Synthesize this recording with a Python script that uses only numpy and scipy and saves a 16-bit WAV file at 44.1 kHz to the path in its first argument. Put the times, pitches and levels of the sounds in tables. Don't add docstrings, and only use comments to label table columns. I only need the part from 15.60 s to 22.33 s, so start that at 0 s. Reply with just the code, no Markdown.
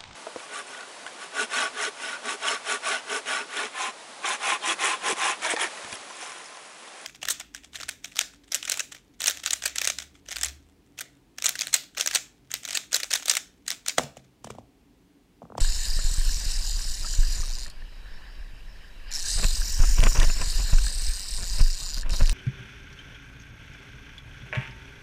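import sys
import numpy as np
from scipy import signal
from scipy.fft import rfft, irfft, next_fast_len
from scipy.io import wavfile
from scipy.ndimage import uniform_filter1d, map_coordinates

SR = 44100
rng = np.random.default_rng(int(sys.argv[2]) if len(sys.argv) > 2 else 0)


def waveform_to_disk(signal):
    frames = np.transpose(np.atleast_2d(signal))
    scaled = np.clip(frames, -1, 1) * 32767
    samples = np.round(scaled).astype(np.int16)
    wavfile.write(sys.argv[1], SR, samples)


def linear_from_db(decibels):
    return 10 ** (np.asarray(decibels, float) / 20)


N = 296793
TIME = np.arange(N) / SR

# t/s, pull/dB, rod swing/0-1, camera turned away/0-1
HOLD = [(0.0, -39, 0.28, 0), (0.68, -39, 0.24, 0.26), (1.2, -41.5, 0.24, 0.18), (1.75, -42, 0.12, 0.25),
        (2.1, -47, 0.17, 0.02), (3.54, -37.5, 0.15, 0.14), (3.62, -42, 0.34, 0.1),
        (3.67, -36.5, 0.67, 0.26), (3.76, -37, 0.64, 0.03), (3.88, -38.5, 0.25, 0),
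        (4.15, -39.5, 0.13, 0.83), (4.55, -39, 0.17, 0.87), (4.7, -40.5, 0.17, 0.26),
        (5.1, -40, 0.22, 0.14), (5.45, -42, 0.8, 0.16), (6.1, -42, 0.23, 0.24), (6.4, -42.5, 0.02, 0.04),
        (6.73, -43, 0.1, 0)]


def unit(x):
    return x / np.sqrt(np.mean(x ** 2) + 1e-20)


def curves(rows):
    s, *cols = np.transpose(rows)
    return [np.interp(TIME, s, c) for c in cols]


def wobble(rate):
    return map_coordinates(rng.standard_normal(int(N * rate / SR) + 4), [TIME * rate])


def filtered(x, response):
    m = next_fast_len(N + SR // 2)
    return irfft(rfft(x, m) * response(np.fft.rfftfreq(m, 1 / SR)), m)[:N]


def coloured(spectrum):
    hz, db = np.transpose(spectrum)
    response = lambda f: linear_from_db(np.interp(np.log(f + 1), np.log(hz), db))
    return unit(filtered(rng.standard_normal(N), response))


def ring(x, pitch_hz, width_hz):
    return signal.lfilter(*signal.iirpeak(pitch_hz, pitch_hz / width_hz, SR), x)


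def resonant(x, modes):
    return sum((-1) ** k * linear_from_db(db) * ring(x, hz, width_hz) for k, (hz, width_hz, db) in enumerate(modes))


def placed(events, shape):
    out = np.zeros(N + SR)
    for row in events:
        sound = shape(row)
        out[round(row[0] * SR):][:len(sound)] += sound
    return out[:N]


def peaks(rows, rise_db_s, fall_db_s):
    total = 0
    for s, held_s, db in rows:
        before_s = np.maximum(s - TIME, 0)
        after_s = np.maximum(TIME - s - held_s, 0)
        total = total + linear_from_db(2 * (db - rise_db_s * before_s - fall_db_s * after_s))
    return total


def speed():
    # start/s, stop/s
    line_runs = [
        (0, 2.057),
        (3.533, 6.4),
        (6.514, 6.73),
    ]
    fastest_s = [
        [-.19, .03, .25, .46, .675, .885, 1.09, 1.3, 1.53, 1.72, 2.1],
        [3.33, 3.69, 3.89, 4.09, 4.29, 4.49, 4.68, 4.88, 5.075, 5.27, 5.485, 5.72, 5.98, 6.22, 6.6],
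        [6.27, 6.54, 6.84],
    ]
    teeth_per_turn = 50
    surge_share, second_harmonic_share = .13, .04
    rate, surge = np.zeros((2, N))
    for (start, stop), turns in zip(line_runs, map(np.array, fastest_s)):
        running = (TIME >= start) * (TIME < stop)
        angle = 2 * np.pi * np.interp(TIME, turns, np.arange(len(turns)))
        swing = (surge_share * np.cos(angle) + second_harmonic_share * np.cos(2 * angle)) * running
        mean_rate = np.interp(TIME, (turns[1:] + turns[:-1]) / 2, teeth_per_turn / np.diff(turns))
        rate += mean_rate * (1 + swing) * running
        surge += swing
    return rate, surge


def beamed(x, part, aim_hz):
    spread = .09
    flutter_db, flutter_per_s = 2.5, 14
    gains = [linear_from_db(db) * (np.exp(-((aim_hz / hz - 1) / spread) ** 2) + .2) for hz, width_hz, db in part]
    total = np.sqrt(sum(g * g * width_hz for g, (hz, width_hz, db) in zip(gains, part)))
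    out = np.zeros(N)
    for k, (gain, (hz, width_hz, db)) in enumerate(zip(gains, part)):
        flicker = linear_from_db(flutter_db * wobble(flutter_per_s))
        tone = ring(ring(x, hz, 4 * width_hz), hz, width_hz)
        out += (-1) ** k * gain * flicker * tone
    return unit(out / total)


def reel():
    # t/s, peak/dB
    lone_teeth = [(2.066, -26), (2.079, -31), (2.099, -27), (3.509, -41), (3.5154, -32), (3.5244, -31.5),
                  (6.41, -29), (6.4194, -30), (6.4617, -53), (6.4939, -27.5), (6.5051, -24.5)]
    # f/Hz, width/Hz, level/dB
    frame_modes = [(2740, 93, -7.5), (3090, 220, -11), (3703, 190, 1.5), (4020, 500, 2), (4353, 175, 7.5)]
    spool_modes = [(4825, 203, 2), (5370, 113, -4.5), (5730, 187, -3.5), (6610, 680, -0.5)]
    spring_modes = [(7046, 228, 0), (7857, 570, -4.5), (8590, 240, 2.5), (8950, 390, 0.5), (10340, 920, -2)]
    edge_modes = [(11440, 380, -0.3), (12100, 1050, -1.4), (13300, 430, 0.58), (14100, 1000, 2),
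                  (15400, 1300, -0.78)]
    # over pull/dB, per swing/dB, per turning away/dB, per share of surge/dB
    part_levels = [
        (-0.5, 2, -12.5, 16),
        (0, 0, -0.5, -2),
        (-1, 5, 0.5, 8),
        (-14.5, -1, -0.5, 11),
    ]
    # at rest/Hz, per swing/Hz, per turning away/Hz
    beam_pitches = [
        (5133, -50, 328),
        (7100, 1200, -100),
        (11960, 500, 1200),
    ]
    # t/s, strength/0-1
    jerk_events = [
        (0.0, 0.03),
        (3.52, 0.9),
        (6.5, 0.25),
    ]
    jerk_gains = [0.5, 6.5, 0.5, -4]
    jerk_decay_s, jerk_spool_hz = 0.13, 495
    scatter_db, jitter_s = 1.7, .00003
    proud_every, proud_db = 6, 1.5
    spool_gear_db, edge_gear_db = 3.5, 3
    rattle_s, rattle_rise_s, hull_s = .003, 0.00037, .045

    rate, surge = speed()
    at = np.flatnonzero(np.diff(np.floor(np.cumsum(rate) / SR)))
    at = np.concatenate([at, [round(s * SR) for s, db in lone_teeth]])
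    luck = rng.standard_normal((len(at), 2))
    proud = np.arange(len(at)) % proud_every == 0
    size = linear_from_db(scatter_db * luck[:, 0] + proud_db * proud)
    size = size / np.sqrt(np.maximum(rate[at], 110) / 200)
    size[-len(lone_teeth):] = linear_from_db([db + 30.5 for s, db in lone_teeth])
    at = np.clip(at + (jitter_s * SR * luck[:, 1]).astype(int), 0, N - 1)
    teeth = np.bincount(at, size, N)

    t = TIME[:600]
    shape = linear_from_db(-60 * t / rattle_s) * (1 - np.exp(-t / rattle_rise_s))
    flick = signal.fftconvolve(teeth, shape)[:N]
    burst = rfft(shape * rng.standard_normal(len(t)))
    repeated = np.linalg.norm(shape) * irfft(burst / np.abs(burst))
    same = signal.fftconvolve(teeth, repeated)[:N]
    hull_power = signal.fftconvolve(teeth ** 2, linear_from_db(-120 * TIME[:3000] / hull_s))[:N]
    answer = np.sqrt(np.abs(hull_power))

    def blows(wet_db):
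        return 1.1 * same + (.6 * flick + linear_from_db(wet_db) * answer) * rng.standard_normal(N)

    pull_db, swing, away = curves(HOLD)
    jerk = np.zeros(N)
    for s, strength in jerk_events:
        jerk += strength * np.exp(-np.abs(TIME - s) / jerk_decay_s) * (TIME > s)
    frame_db, spool_db, spring_db, edge_db = (
        pull_db + db + a * swing + b * away + c * surge + d * jerk
        for (db, a, b, c), d in zip(part_levels, jerk_gains))
    gear = np.cos(2 * np.pi * np.cumsum(rate) / SR / proud_every)
    spool_db = spool_db + spool_gear_db * gear
    edge_db = edge_db + edge_gear_db * gear
    spool_hz, spring_hz, edge_hz = (hz + a * swing + b * away for hz, a, b in beam_pitches)
    spool_hz = spool_hz + jerk_spool_hz * jerk

    frame = linear_from_db(frame_db - 0.5) * unit(resonant(blows(wet_db=-16.5), frame_modes))
    spool = linear_from_db(spool_db + 1.5) * beamed(blows(wet_db=-25), spool_modes, spool_hz)
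    spring = linear_from_db(spring_db - 0.5) * beamed(blows(wet_db=-22.5), spring_modes, spring_hz)
    edge = linear_from_db(edge_db + 3.0) * beamed(blows(wet_db=-24), edge_modes, edge_hz)
    return frame + spool + spring + edge


def thump(row):
    s, suck_db, swing_back_db = row
    dip_s, sink_s, release_s = .011, 0.0049, 0.0021
    ring_hz, ring_s, ring_rise_s = 24, .05, 0.0024
    t = TIME[:SR // 4]
    late = np.maximum(t - dip_s, 0)
    dip = -np.exp(-np.where(t < dip_s, ((t - dip_s) / sink_s) ** 2, (late / release_s) ** 2))
    swell = np.exp(-late / ring_s) * (1 - np.exp(-late / ring_rise_s))
    swing_back = linear_from_db(swing_back_db) * np.sin(2 * np.pi * ring_hz * late) * swell
    return linear_from_db(suck_db + 4) * (dip + swing_back)


def wind():
    # f/Hz, density/dB per Hz
    buffet_spectrum = [(7.1, -18), (12, 1.5), (27, 2), (37, -0.5), (46, -9.5), (60, -16), (123, -58),
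                       (209, -41), (300, -50.5), (390, -104), (660, -120)]
    hiss_spectrum = [(60, 6.5), (150, 2), (300, -6), (450, -7.5), (610, -4.5), (800, -11.5), (1030, -4),
                     (1250, -11.5), (1470, -6.5), (2100, -12), (2650, -10.5), (3400, -20), (6000, -38)]
    # t/s, suck/dB, swing-back over suck/dB
    drops = [(0.002, -30, 18), (0.354, -36, 17), (0.436, -32, 17), (0.504, -36, 17), (0.572, -32, 18.5),
             (0.853, -35, 16), (1.394, -38, 14), (1.486, -37.5, 13.5), (1.577, -30.5, 20),
             (1.786, -34, 14.5), (2.924, -39, -4), (3.748, -36, 17), (3.839, -22, 8), (4.188, -23.5, 16),
             (4.382, -16, 7.5), (4.575, -22.5, 14), (4.671, -29.5, 14), (4.795, -36, 13),
             (4.864, -33.5, 14.5), (5.035, -36, 14), (5.121, -17.5, 9.5), (5.259, -33.5, 13),
             (5.44, -54, 2), (5.821, -31, 3), (5.998, -18.5, 10.5), (6.215, -37.5, -4), (6.512, -28, 9.5),
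             (6.609, -17.5, 9)]
    # t/s, peak/dB
    cover_snaps = [
        (3.7938, -39),
        (3.843, -15),
        (4.404, -18),
        (4.4375, -10.5),
        (4.6003, -13.5),
        (4.6307, -15),
        (6.6586, -24),
        (6.695, -14),
    ]
    # t/s, strength/dB
    breeze_curve = [(0.0, -26.5), (0.3, -25.5), (0.55, -23.5), (1.2, -30), (1.4, -40), (1.6, -22),
                    (2.0, -30), (2.2, -42), (2.55, -38), (3.4, -42), (3.85, -22), (4.14, -27), (4.5, -25.5),
                    (5.2, -20), (5.64, -38.5), (5.9, -28.5), (6.2, -37), (6.6, -17.5)]
    # t/s, peak/dB
    eddies = [(0.09, -17.5), (0.3, -22), (0.68, -22), (0.95, -23.5), (1.151, -21.5), (1.309, -22.5),
              (1.44, -22), (1.55, -17), (1.7, -21), (1.9, -29), (2.23, -30.5), (2.53, -36), (2.81, -34),
              (3.88, -12), (4.0, -23), (4.22, -18), (4.299, -11), (4.46, -12), (4.61, -20), (4.7, -11),
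              (4.831, -15), (4.918, -17), (5.17, -10), (5.28, -12.5), (5.359, -23), (5.49, -17),
              (5.73, -24), (5.92, -24), (6.03, -13), (6.65, -24)]
    # t/s, held/s, level/dB
    puffs = [(0.0, 0.02, -46), (0.39, 0, -47), (1.44, 0.021, -49), (1.84, 0, -53), (2.08, 0.0048, -49.5),
             (3.795, 0, -36), (3.84, 0.0075, -31), (4.2, 0, -37), (4.23, 0.013, -35.5), (4.39, 0.0029, -32),
             (4.432, 0.043, -29.5), (4.52, 0, -42), (4.56, 0.082, -33.5), (4.7, 0, -37.5), (4.77, 0, -40.5),
             (4.82, 0, -32), (5.0, 0.0057, -39), (5.1, 0, -44), (5.14, 0, -37), (5.79, 0.024, -46),
             (5.835, 0, -40), (5.96, 0.0019, -43), (5.995, 0.019, -40.5), (6.22, 0, -49),
             (6.37, 0.0055, -50), (6.462, 0.011, -45.5), (6.5, 0.0073, -41.5), (6.54, 0.0089, -38),
             (6.6, 0.031, -39.5), (6.69, 0.01, -45)]
    eddy_rise_db_s, eddy_fall_db_s = 250, 225
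    puff_rise_db_s, puff_fall_db_s = 700, 900
    hiss_under_db, hiss_follows = -57, 0.52
    steady, flutter_db, flutter_per_s = 0.28, 3.0, 130
    snap_s = 0.0077
    travel = .55

    push = coloured(buffet_spectrum)
    envelope = np.abs(signal.hilbert(push, next_fast_len(N))[:N])
    push = unit(push / envelope ** steady)
    dip_shape = lambda row: min(linear_from_db(row[1] + row[2] + 20), .85) * signal.windows.tukey(SR // 10)
    push = push * (1 - np.minimum(placed(drops, dip_shape), .85))
    hiss = unit(linear_from_db(flutter_db * wobble(flutter_per_s)) * coloured(hiss_spectrum)) * linear_from_db(4)
    snap = lambda row: linear_from_db(row[1] - 60 * TIME[:400] / snap_s) * rng.standard_normal(400)
    snaps = 1.54 * resonant(placed(cover_snaps, snap), [(2780, 880, 5), (8600, 1500, -1.5)])

    breeze_db, = curves(breeze_curve)
    shove_power = linear_from_db(2 * breeze_db) + peaks([(s, 0, db) for s, db in eddies], eddy_rise_db_s, eddy_fall_db_s)
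    hiss_power = linear_from_db(2 * (hiss_under_db + hiss_follows * (breeze_db + 30)))
    hiss_power = hiss_power + peaks(puffs, puff_rise_db_s, puff_fall_db_s)
    slow = np.sqrt(shove_power) * push + placed(drops, thump)
    limited = slow / (1 + (slow / travel) ** 4) ** .25
    return limited + np.sqrt(hiss_power) * hiss + snaps


def slap(row):
    t = TIME[:500]
    return linear_from_db(row[1] + 3 - 60 * t / .01) * (1 - np.exp(-t / .0008)) * rng.standard_normal(len(t))


def plop(row):
    s, db, pitch_hz = row
    turns = TIME[:700] * pitch_hz
    swell = np.exp(-turns / 5) * (1 - np.exp(-turns / 1.5))
    return linear_from_db(db - 2.5) * np.sin(2 * np.pi * turns * (1 + 0.0041 * turns)) * swell


def water():
    # t/s, peak/dB, f/Hz
    hull_plops = [(0.046, -23, 1590), (0.39, -28, 1320), (0.612, -28, 1680), (0.6923, -26.5, 1610),
                  (1.4457, -26, 1260), (1.5374, -28, 1590), (1.6312, -25, 1580), (1.8317, -30, 1140),
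                  (2.0607, -29, 1740), (2.2213, -34, 1700), (3.3997, -41, 1900), (4.017, -24, 1550),
                  (4.2343, -21, 1210), (4.3834, -32, 1090), (4.4694, -18, 1355), (4.6154, -13, 1780),
                  (5.1836, -21, 1440), (5.267, -23, 1590), (5.8308, -29, 1700), (6.4318, -27, 1660),
                  (4.375, -31, 2640), (4.57, -20, 2650), (4.7002, -21, 2490), (4.8145, -21, 2560),
                  (5.1244, -25.5, 2570), (5.1856, -22, 2580), (5.005, -32, 2600), (6.0, -27, 2600),
                  (6.5, -25, 2580)]
    # f/Hz, width/Hz, level/dB
    hull_modes = [(950, 570, -11.5), (1560, 204, 0.5), (1780, 287, 2), (2253, 45, -1.5), (2945, 510, 1),
                  (3870, 190, 1), (4790, 380, 1.5), (5490, 150, -3)]
    # t/s, strength/dB
    lapping = [(0.0, -46), (0.2, -58), (1.9, -55.5), (2.3, -60.5), (2.62, -54.5), (2.9, -59.5), (3.46, -58),
               (3.51, -48.5), (3.62, -55.5), (4.3, -52.5), (6.4, -57.5)]
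    slap_modes = [(1090, 580, 0.99), (1700, 450, 0.87), (2580, 440, -1.4)]
    patchy_db, drips = 3, 900
    fizz_db = 0.5
    drone_db, drone_fizz_db = -11.5, -9.5

    z = signal.stft(rng.standard_normal(N), nperseg=512)[2]
    patches = uniform_filter1d(uniform_filter1d(rng.standard_normal(z.shape), 6, 0), 12, 1)
    wash = unit(signal.istft(z * linear_from_db(patchy_db * unit(patches)), nperseg=512)[1][:N])
    luck = rng.random((drips, 3))
    bubbles = np.c_[luck[:, 0] * N / SR, -3 + 9 * luck[:, 1], 700 * 7 ** luck[:, 2]]
    wash += placed(bubbles, plop)
    gurgle, fizz = unit(resonant(wash, hull_modes[:3])), unit(resonant(wash, hull_modes[3:]))

    lap = linear_from_db(curves(lapping)[0])
    running = uniform_filter1d(1. * (speed()[0] > 0), size=2000)
    drone = linear_from_db(curves(HOLD)[0]) * running
    low = np.hypot(lap, linear_from_db(drone_db) * drone) * gurgle
    high = np.hypot(linear_from_db(fizz_db) * lap, linear_from_db(drone_fizz_db) * drone) * fizz
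    return low + high + placed(hull_plops, plop) + resonant(placed(hull_plops, slap), slap_modes)


def scene():
    return (reel() + wind() + water())[None]


def roll_off(x):
    return signal.sosfilt(signal.butter(12, 15750, fs=SR, output="sos"), x)


def record(dry):
    # f/Hz, width/Hz, level/dB
    case_colour = [(2120, 110, -1.5), (4453, 85, -4.5), (4880, 100, -3), (6074, 107, 4.5), (10760, 340, -4.5),
                   (12200, 320, -10)]
    # f/Hz, density/dB per Hz
    noise_spectrum = [(35, -32), (60, -2.5), (145, -15), (1090, -29), (1770, -34), (2570, -35), (2950, -24),
                      (4800, -48), (6050, -34), (15300, -44)]
    top_hz, noise_db = 15380, -56.0
    case = lambda f: linear_from_db(sum(db / (1 + ((f - hz) / width_hz) ** 2) for hz, width_hz, db in case_colour))
    band = lambda f: np.where(f < top_hz, 1, linear_from_db(-40))
    noisy = filtered(dry[0], case) + linear_from_db(noise_db) * coloured(noise_spectrum)
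    return roll_off(filtered(noisy, band)[None])


dry = scene()
out = record(dry)
waveform_to_disk(out)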